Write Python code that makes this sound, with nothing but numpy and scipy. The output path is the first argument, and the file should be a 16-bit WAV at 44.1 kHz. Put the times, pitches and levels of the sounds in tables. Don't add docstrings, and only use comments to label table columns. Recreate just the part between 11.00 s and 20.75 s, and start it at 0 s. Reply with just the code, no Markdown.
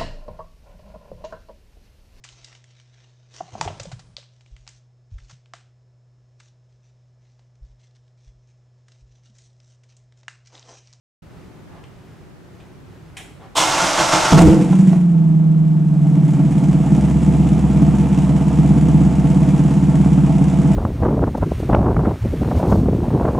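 import sys
import numpy as np
from scipy import signal
from scipy.fft import rfft, irfft, next_fast_len
from scipy.io import wavfile
from scipy.ndimage import uniform_filter1d, minimum_filter1d

SR = 44100
rng = np.random.default_rng(int(sys.argv[2]) if len(sys.argv) > 2 else 0)


def int16_out(signal):
    q = np.round(np.clip(np.atleast_2d(signal).T, -1, 1) * 32767)
    wavfile.write(sys.argv[1], SR, q.astype(np.int16))


N = 429975
TIME = np.arange(N) / SR
LEFT_RIGHT = np.array([[1], [-1]])
CATCH_S, STARTER_ON_S, STARTER_OFF_S = 3.315, 2.56, 3.4
TOP_HZ = 15600


def undb(db):
    return 10 ** (np.asarray(db) / 20)


def unit(x):
    return x / np.sqrt(np.mean(x ** 2))


def after(s, rise_s):
    return np.clip((TIME - s) / rise_s, 0, 1)


def gate(on_s, rise_s, off_s, fall_s):
    return after(on_s, rise_s) * (1 - after(off_s, fall_s))


def swell(s, rise_s, decay_s):
    return after(s - rise_s, rise_s) * np.exp(-np.maximum(TIME - s, 0) / decay_s)


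def noise():
    return rng.standard_normal(N)


def walk(per_s):
    hold = int(SR / per_s)
    steps = np.repeat(rng.standard_normal(N // hold + 1), hold)
    return 1.3 * uniform_filter1d(uniform_filter1d(steps, hold), hold)[:N]


def scatter(count, spread_db):
    return undb(spread_db * rng.uniform(-1, 1, count))


def colour(x, points, size=16384):
    hz, db = np.transpose(points)
    bins_hz = np.maximum(np.arange(size // 2 + 1) * SR / size, 1)
    cepstrum = irfft(np.log(undb(np.interp(np.log(bins_hz), np.log(hz), db))))
    cepstrum[1:size // 2] *= 2
    cepstrum[size // 2 + 1:] = 0
    return signal.fftconvolve(x, irfft(np.exp(rfft(cepstrum))))[:N]


def band_noise(points):
    return unit(colour(noise(), points))


def pulses(times, sizes):
    return np.bincount(np.clip(times * SR, 0, N).astype(int), sizes, N + 1)[:N]


def fade(x, decay_s):
    return signal.lfilter([1], [1, -np.exp(-1 / (decay_s * SR))], x)


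# f/Hz, level/dB
YARD_SPECTRUM = [(18,-40), (35,-11.5), (60,-5.5), (110,-1), (165,-2.5), (225,-9.5), (375,-9.5), (470,-16.5),
                 (1090,-22.5), (1600,-25), (3600,-35), (7000,-40.5), (15000,-50.5)]
def yard():
    mid, side = (band_noise(YARD_SPECTRUM) * undb(0.8 * walk(9.5)) for _ in range(2))
    return undb(-43.5) * (mid + undb(-4.5) * side * LEFT_RIGHT)


def garage(x, wet_db, side_db, t60_s=0.42):
    t = TIME[:int(.7 * SR)]
    tails = rng.standard_normal((2, len(t))) * undb(-60 * t / t60_s) * (t > .004)
    mid, side = (signal.fftconvolve(x, tail / np.linalg.norm(tail))[:N] for tail in tails)
    side = colour(side, [(150, -1), (600, -2), (4000, -2), (7000, -4.5), (11000, 11.5)])
    return (x + undb(wet_db) * mid + undb(side_db) * side * LEFT_RIGHT) / np.hypot(1, undb(wet_db))


def garage_rumble(gas_db):
    air = [(12, -9), (30, 1.5), (50, 2.5), (62, 14), (74, 12), (110, 4.5), (400, -44.5)]
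    mid, side = band_noise(air), band_noise(air)
    return (mid + undb(-4) * side * LEFT_RIGHT) * undb(-20 + 0.51 * gas_db) * after(CATCH_S, .02)


# t/s, level/dB, decay/s, low-pass f/Hz
CAR_CLICKS = [(0.837, -33.5, 0.0034, 5000), (1.6, -43, .012, 4000), (2.167, -30.5, 0.022, 15000)]
# f/Hz, level/dB
CLICK_SPECTRUM = [(300, -20), (750, 4), (1300, -4), (2100, 4.5), (3200, 4), (4500, -8.5), (8000, -2),
                  (11000, -11), (15500, -27)]
# t/s, level/dB, half length/s
SOFT_SCUFFS = [(0.754, -49, 0.065), (2.434, -44, 0.036)]
def clicks_and_scuffs():
    click = band_noise(CLICK_SPECTRUM)
    sound = 0
    for s, db, decay_s, top_hz in CAR_CLICKS:
        dulled = signal.sosfilt(signal.butter(2, min(top_hz, TOP_HZ), fs=SR, output="sos"), click)
        sound += undb(db) * dulled * after(s, 0.0035) * np.exp(-np.abs(TIME - s) / decay_s)
    scuffs = sum(undb(db) * np.exp(-((TIME - s) / half_s) ** 2) for s, db, half_s in SOFT_SCUFFS)
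    sound += scuffs * band_noise([(200, -11), (700, 6), (1400, -3), (3000, -15), (12000, -38)])
    return garage(sound, wet_db=-2.5, side_db=-6, t60_s=0.55)


# f/Hz, t60/s, level/dB
METAL_MODES = [(619, 0.3, 3), (881.5, 0.31, 9.5), (1065, 0.15, -5), (1350, 0.44, 6.5), (1560, 0.42, -8.5),
               (2112, 0.073, 4.5), (3030, .2, -28), (4106, .2, -6.5)]
def drivetrain(x, ring_db):
    t = TIME[:SR // 2]
    ring = sum(undb(db - 60 * t / t60) * np.cos(2 * np.pi * hz * t) / t60 for hz, t60, db in METAL_MODES)
    return x + undb(ring_db) * signal.fftconvolve(x, ring)[:N] / SR


# f/Hz, level/dB
VALVE_SPECTRUM = [(700, -20.5), (1600, 2.5), (2300, 3.5), (3200, -1), (4300, -9.5), (5500, -5),
                  (7600, -1.5), (9000, -6.5), (10700, -12.5), (12000, -23.5), (14000, -26), (15500, -37.5)]
def valve_gear(times, cylinder, valve_db):
    tick_times = times[cylinder % 2 == 1]
    ticks = pulses(tick_times, scatter(len(tick_times), spread_db=9.5))
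    clatter = unit(unit(fade(ticks, 0.0074)) + 1.1) * undb(valve_db)
    hiss = unit(colour(drivetrain(noise(), ring_db=-2), VALVE_SPECTRUM))
    return garage(clatter * hiss * after(STARTER_OFF_S - .04, 0.037), wet_db=-6.5, side_db=-12)


# peak t/s, rise/s, level/dB
STARTER_LOADS = [(2.85, .16, -18), (3.0, 0.034, -12.5), (3.138, 0.036, -11), (3.252, 0.013, -15.5),
                 (3.395, 0.024, -2.5)]
# f/Hz, level/dB
HOUSING_SPECTRUM = [(50, -14), (110, -14), (175, -4), (245, -17.5), (320, 1), (420, -14.5), (520, -7.5),
                    (660, -0.5), (900, -1.5), (1150, -3), (1450, -4), (1700, -13), (3000, -17.5),
                    (8000, -54)]
# f/Hz, level/dB
TOOTH_SPECTRUM = [(900, -17.5), (1800, -5), (3000, -0.5), (4500, -3.5), (5600, 0), (6800, -2.5), (8500, -8),
                  (10500, -17), (13000, -27), (15500, -47)]
def starter():
    labour = sum(undb(db) * swell(s, rise_s, decay_s=0.038) for s, rise_s, db in STARTER_LOADS)
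    scrape = undb(-15) * swell(STARTER_ON_S + 0.0095, 0.0076, decay_s=0.055)
    mesh_hz = 230 * (1 + .1 * walk(9))
    teeth_passed = np.cumsum(mesh_hz) / SR
    times = np.interp(np.arange(int(teeth_passed[-1])), teeth_passed, TIME)
    teeth = unit(fade(pulses(times, scatter(len(times), spread_db=6.5)), 0.0019)) + 2
    grind = unit(colour(drivetrain(teeth * noise(), ring_db=22.5), HOUSING_SPECTRUM))
    grind *= np.hypot(undb(-19.5), labour)
    clash = unit(colour(drivetrain(teeth * noise(), ring_db=24.5), TOOTH_SPECTRUM))
    clash *= np.hypot(undb(-24), scrape + undb(-7.5) * labour)
    clank = band_noise([(300, -18), (800, -4), (1000, 6.5), (1300, -11), (1800, -30), (3500, -6),
                        (5000, -31), (8000, -14), (12000, -33)])
    clank *= undb(-12.5) * np.exp(-np.maximum(TIME - STARTER_ON_S, 0) / 0.065)
    sound = (grind + clash + clank) * gate(STARTER_ON_S - .01, 0.027, STARTER_OFF_S - .04, 0.04)
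    return garage(sound, wet_db=-4, side_db=-10.5, t60_s=0.65) * undb(-.5 * LEFT_RIGHT)


def catch():
    gust = band_noise([(15, -18), (35, -4), (65, 8), (110, -3), (300, -3.5), (1500, -52)])
    return garage(gust * undb(-9.5) * gate(CATCH_S, 0.012, 3.46, 0.081), wet_db=-21, side_db=-10.5)


def bark(times, sizes):
    pipes = [(20, -45), (230, -19), (295, 8), (345, -1), (400, -18.5), (490, -6), (560, -22), (6000, -83)]
    ring = unit(colour(pulses(times, np.sqrt(sizes)), pipes))
    return garage(ring * undb(-12) * gate(3.34, 0.088, 3.47, 0.19), wet_db=1, side_db=-16)


# t/s, four-stroke cycle f/Hz
CYCLE_RATE = [(3.32, 16.875), (3.43, 21.302), (3.83, 23.8), (4.23, 20.102), (4.68, 19.739), (5.5, 17.032),
              (5.67, 17.097), (6.54, 16.47), (7.2, 17.092), (7.98, 16.66), (8.53, 17.276), (8.87, 17.072),
              (9.75, 17.071)]
def engine_speed():
    cycle_hz = np.interp(TIME, *np.transpose(CYCLE_RATE))
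    return cycle_hz, np.cumsum(cycle_hz) / SR


# t/s, settling/s, level/dB of firings, gas and valve gear
START_STAGES = [(3.315, .01, -10.5, -15, -27.5), (3.42, 0.12, -17.5, -40, -44.5),
                (3.941, .06, -23.5, -43, -57.5), (4.88, 0.32, -12.5, -31, -43)]
def stage_levels():
    levels = np.array(START_STAGES)[:, 2:, None]
    lag = np.array([[1], [1.4], [1]])
    db = levels[0]
    for (s, settle_s, *_), step in zip(START_STAGES[1:], np.diff(levels, axis=0)):
        db = db + step * (1 - np.exp(-np.maximum(TIME - s, 0) / (settle_s * lag)))
    return db


# even-cycle level/dB, odd-cycle level/dB, early by t/ms
FIRING_ORDER = [(3.4, -26.1, 3.6), (11.9, 12.2, 0.3), (11.6, -6.6, 0.2), (-7.9, 5.5, 2.6), (-2.2, 2.5, 1.7),
                (3.5, 5.0, 0.9), (-34.0, 9.9, 0.7), (8.7, 6.4, -0.0)]
def firings(cycles):
    count = len(FIRING_ORDER)
    index = np.arange(int(count * cycles[-1]))
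    cylinder, odd = index % count, index // count % 2
    table, chance = np.array(FIRING_ORDER), rng.standard_normal((len(index), 2))
    times = np.interp(index / count, cycles, TIME) - table[cylinder, 2] / 1000
    times += 0.00023 * chance[:, 0]
    sizes = undb(table[cylinder, odd] + 1.22 * chance[:, 1]) * (times > CATCH_S)
    return times, sizes, cylinder


def boom(cycle_hz, cycles, room_hz=66.15, width_hz=5.8):
    beats = len(FIRING_ORDER) / 2
    detune = (beats * cycle_hz - room_hz) / (width_hz / 2)
    return np.sin(2 * np.pi * beats * cycles) * undb(-19) * after(5.14, 1) / (1 + detune ** 2)


# f/Hz, level/dB
SIDEBAND_RESPONSE = [(138,-43.5), (160,-1), (182,-17.5), (205,-26), (230,-22)]
def drone(cycle_hz, cycles, swell_phase=0.33):
    count = len(FIRING_ORDER)
    tone = np.sin(2 * np.pi * count * cycles)
    for offset in (-1, 1):
        db = np.interp((count + offset) * cycle_hz, *np.transpose(SIDEBAND_RESPONSE))
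        tone += undb(db) * np.sin(2 * np.pi * (count * cycles + offset * (cycles + swell_phase)))
    first_surge = undb(-1) * gate(CATCH_S, .025, CATCH_S + .12, .08)
    light_load = undb(-8) * gate(3.62, 0.1, 5.04, 0.54)
    return tone * (first_surge + light_load)


# f/Hz, level/dB
GAS_SPECTRUM = [(200,-5), (430,-2.5), (490,8), (570,-21), (615,5), (700,2), (800,-1.5), (880,-1.5),
                (1030,-7.5), (1150,-9), (1350,-13), (1700,-22), (3000,-25.5), (8000,-45), (14000,-71)]
# t/s, level/dB
FUEL_POPS = [(3.728, -14), (3.931, -18), (4.397, -29.5)]
def gas_rasp(blows, gas_db):
    puffs = unit(fade(blows, 0.013)) + 1
    gas = unit(drivetrain(puffs * noise(), ring_db=15)) + undb(-7) * unit(blows)
    rasp = unit(colour(gas, GAS_SPECTRUM)) * undb(gas_db)
    pop_s, pop_db = np.transpose(FUEL_POPS)
    pops = uniform_filter1d(fade(pulses(pop_s, undb(pop_db)), decay_s=.005), size=100)
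    return rasp + pops * band_noise(GAS_SPECTRUM)


# f/Hz, level/dB
PIPE_RESPONSE = [(8,-75.5), (45,-35.5), (112,-30), (135,-11.5), (154,1.5), (172,-10.5), (190,1.5),
                 (228,-13), (252,-24), (280,-12), (345,-19), (385,-34), (490,-36), (5000,-105)]
def exhaust(cycle_hz, cycles, blows, fire_db, gas_db):
    lope_db = 0.86 * np.cos(2 * np.pi * (cycles - 0.37)) + walk(14)
    throb = unit(colour(blows, PIPE_RESPONSE) * undb(lope_db)) * undb(fire_db)
    running = after(CATCH_S, 0.011)
    rasp = gas_rasp(blows, gas_db) * running
    low = (throb + boom(cycle_hz, cycles) + drone(cycle_hz, cycles)) * running
    skew = undb(-15.5) * signal.hilbert(low, next_fast_len(N))[:N].imag * LEFT_RIGHT
    low = garage(low, wet_db=-24.5, side_db=-21) + skew
    return low + garage(rasp, wet_db=-4.5, side_db=-10.5) * undb(-.7 * LEFT_RIGHT)


def scene():
    cycle_hz, cycles = engine_speed()
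    fire_db, gas_db, valve_db = stage_levels()
    times, sizes, cylinder = firings(cycles)
    engine = exhaust(cycle_hz, cycles, pulses(times, sizes), fire_db, gas_db)
    engine += valve_gear(times, cylinder, valve_db)
    car = clicks_and_scuffs() + starter() + catch() + bark(times, sizes) + engine + garage_rumble(gas_db)
    return car * undb(-.2 * LEFT_RIGHT) + yard()


def record(dry, open_s=.22):
    safe_gain = 1 / np.maximum(np.abs(dry).max(axis=0), 1)
    gain = uniform_filter1d(minimum_filter1d(safe_gain, size=120), size=120)
    low_pass = signal.ellip(10, .2, 80, TOP_HZ, fs=SR, output="sos")
    return signal.sosfilt(low_pass, dry * gain * after(open_s, 0.0054))


dry = scene()
out = record(dry)
int16_out(out)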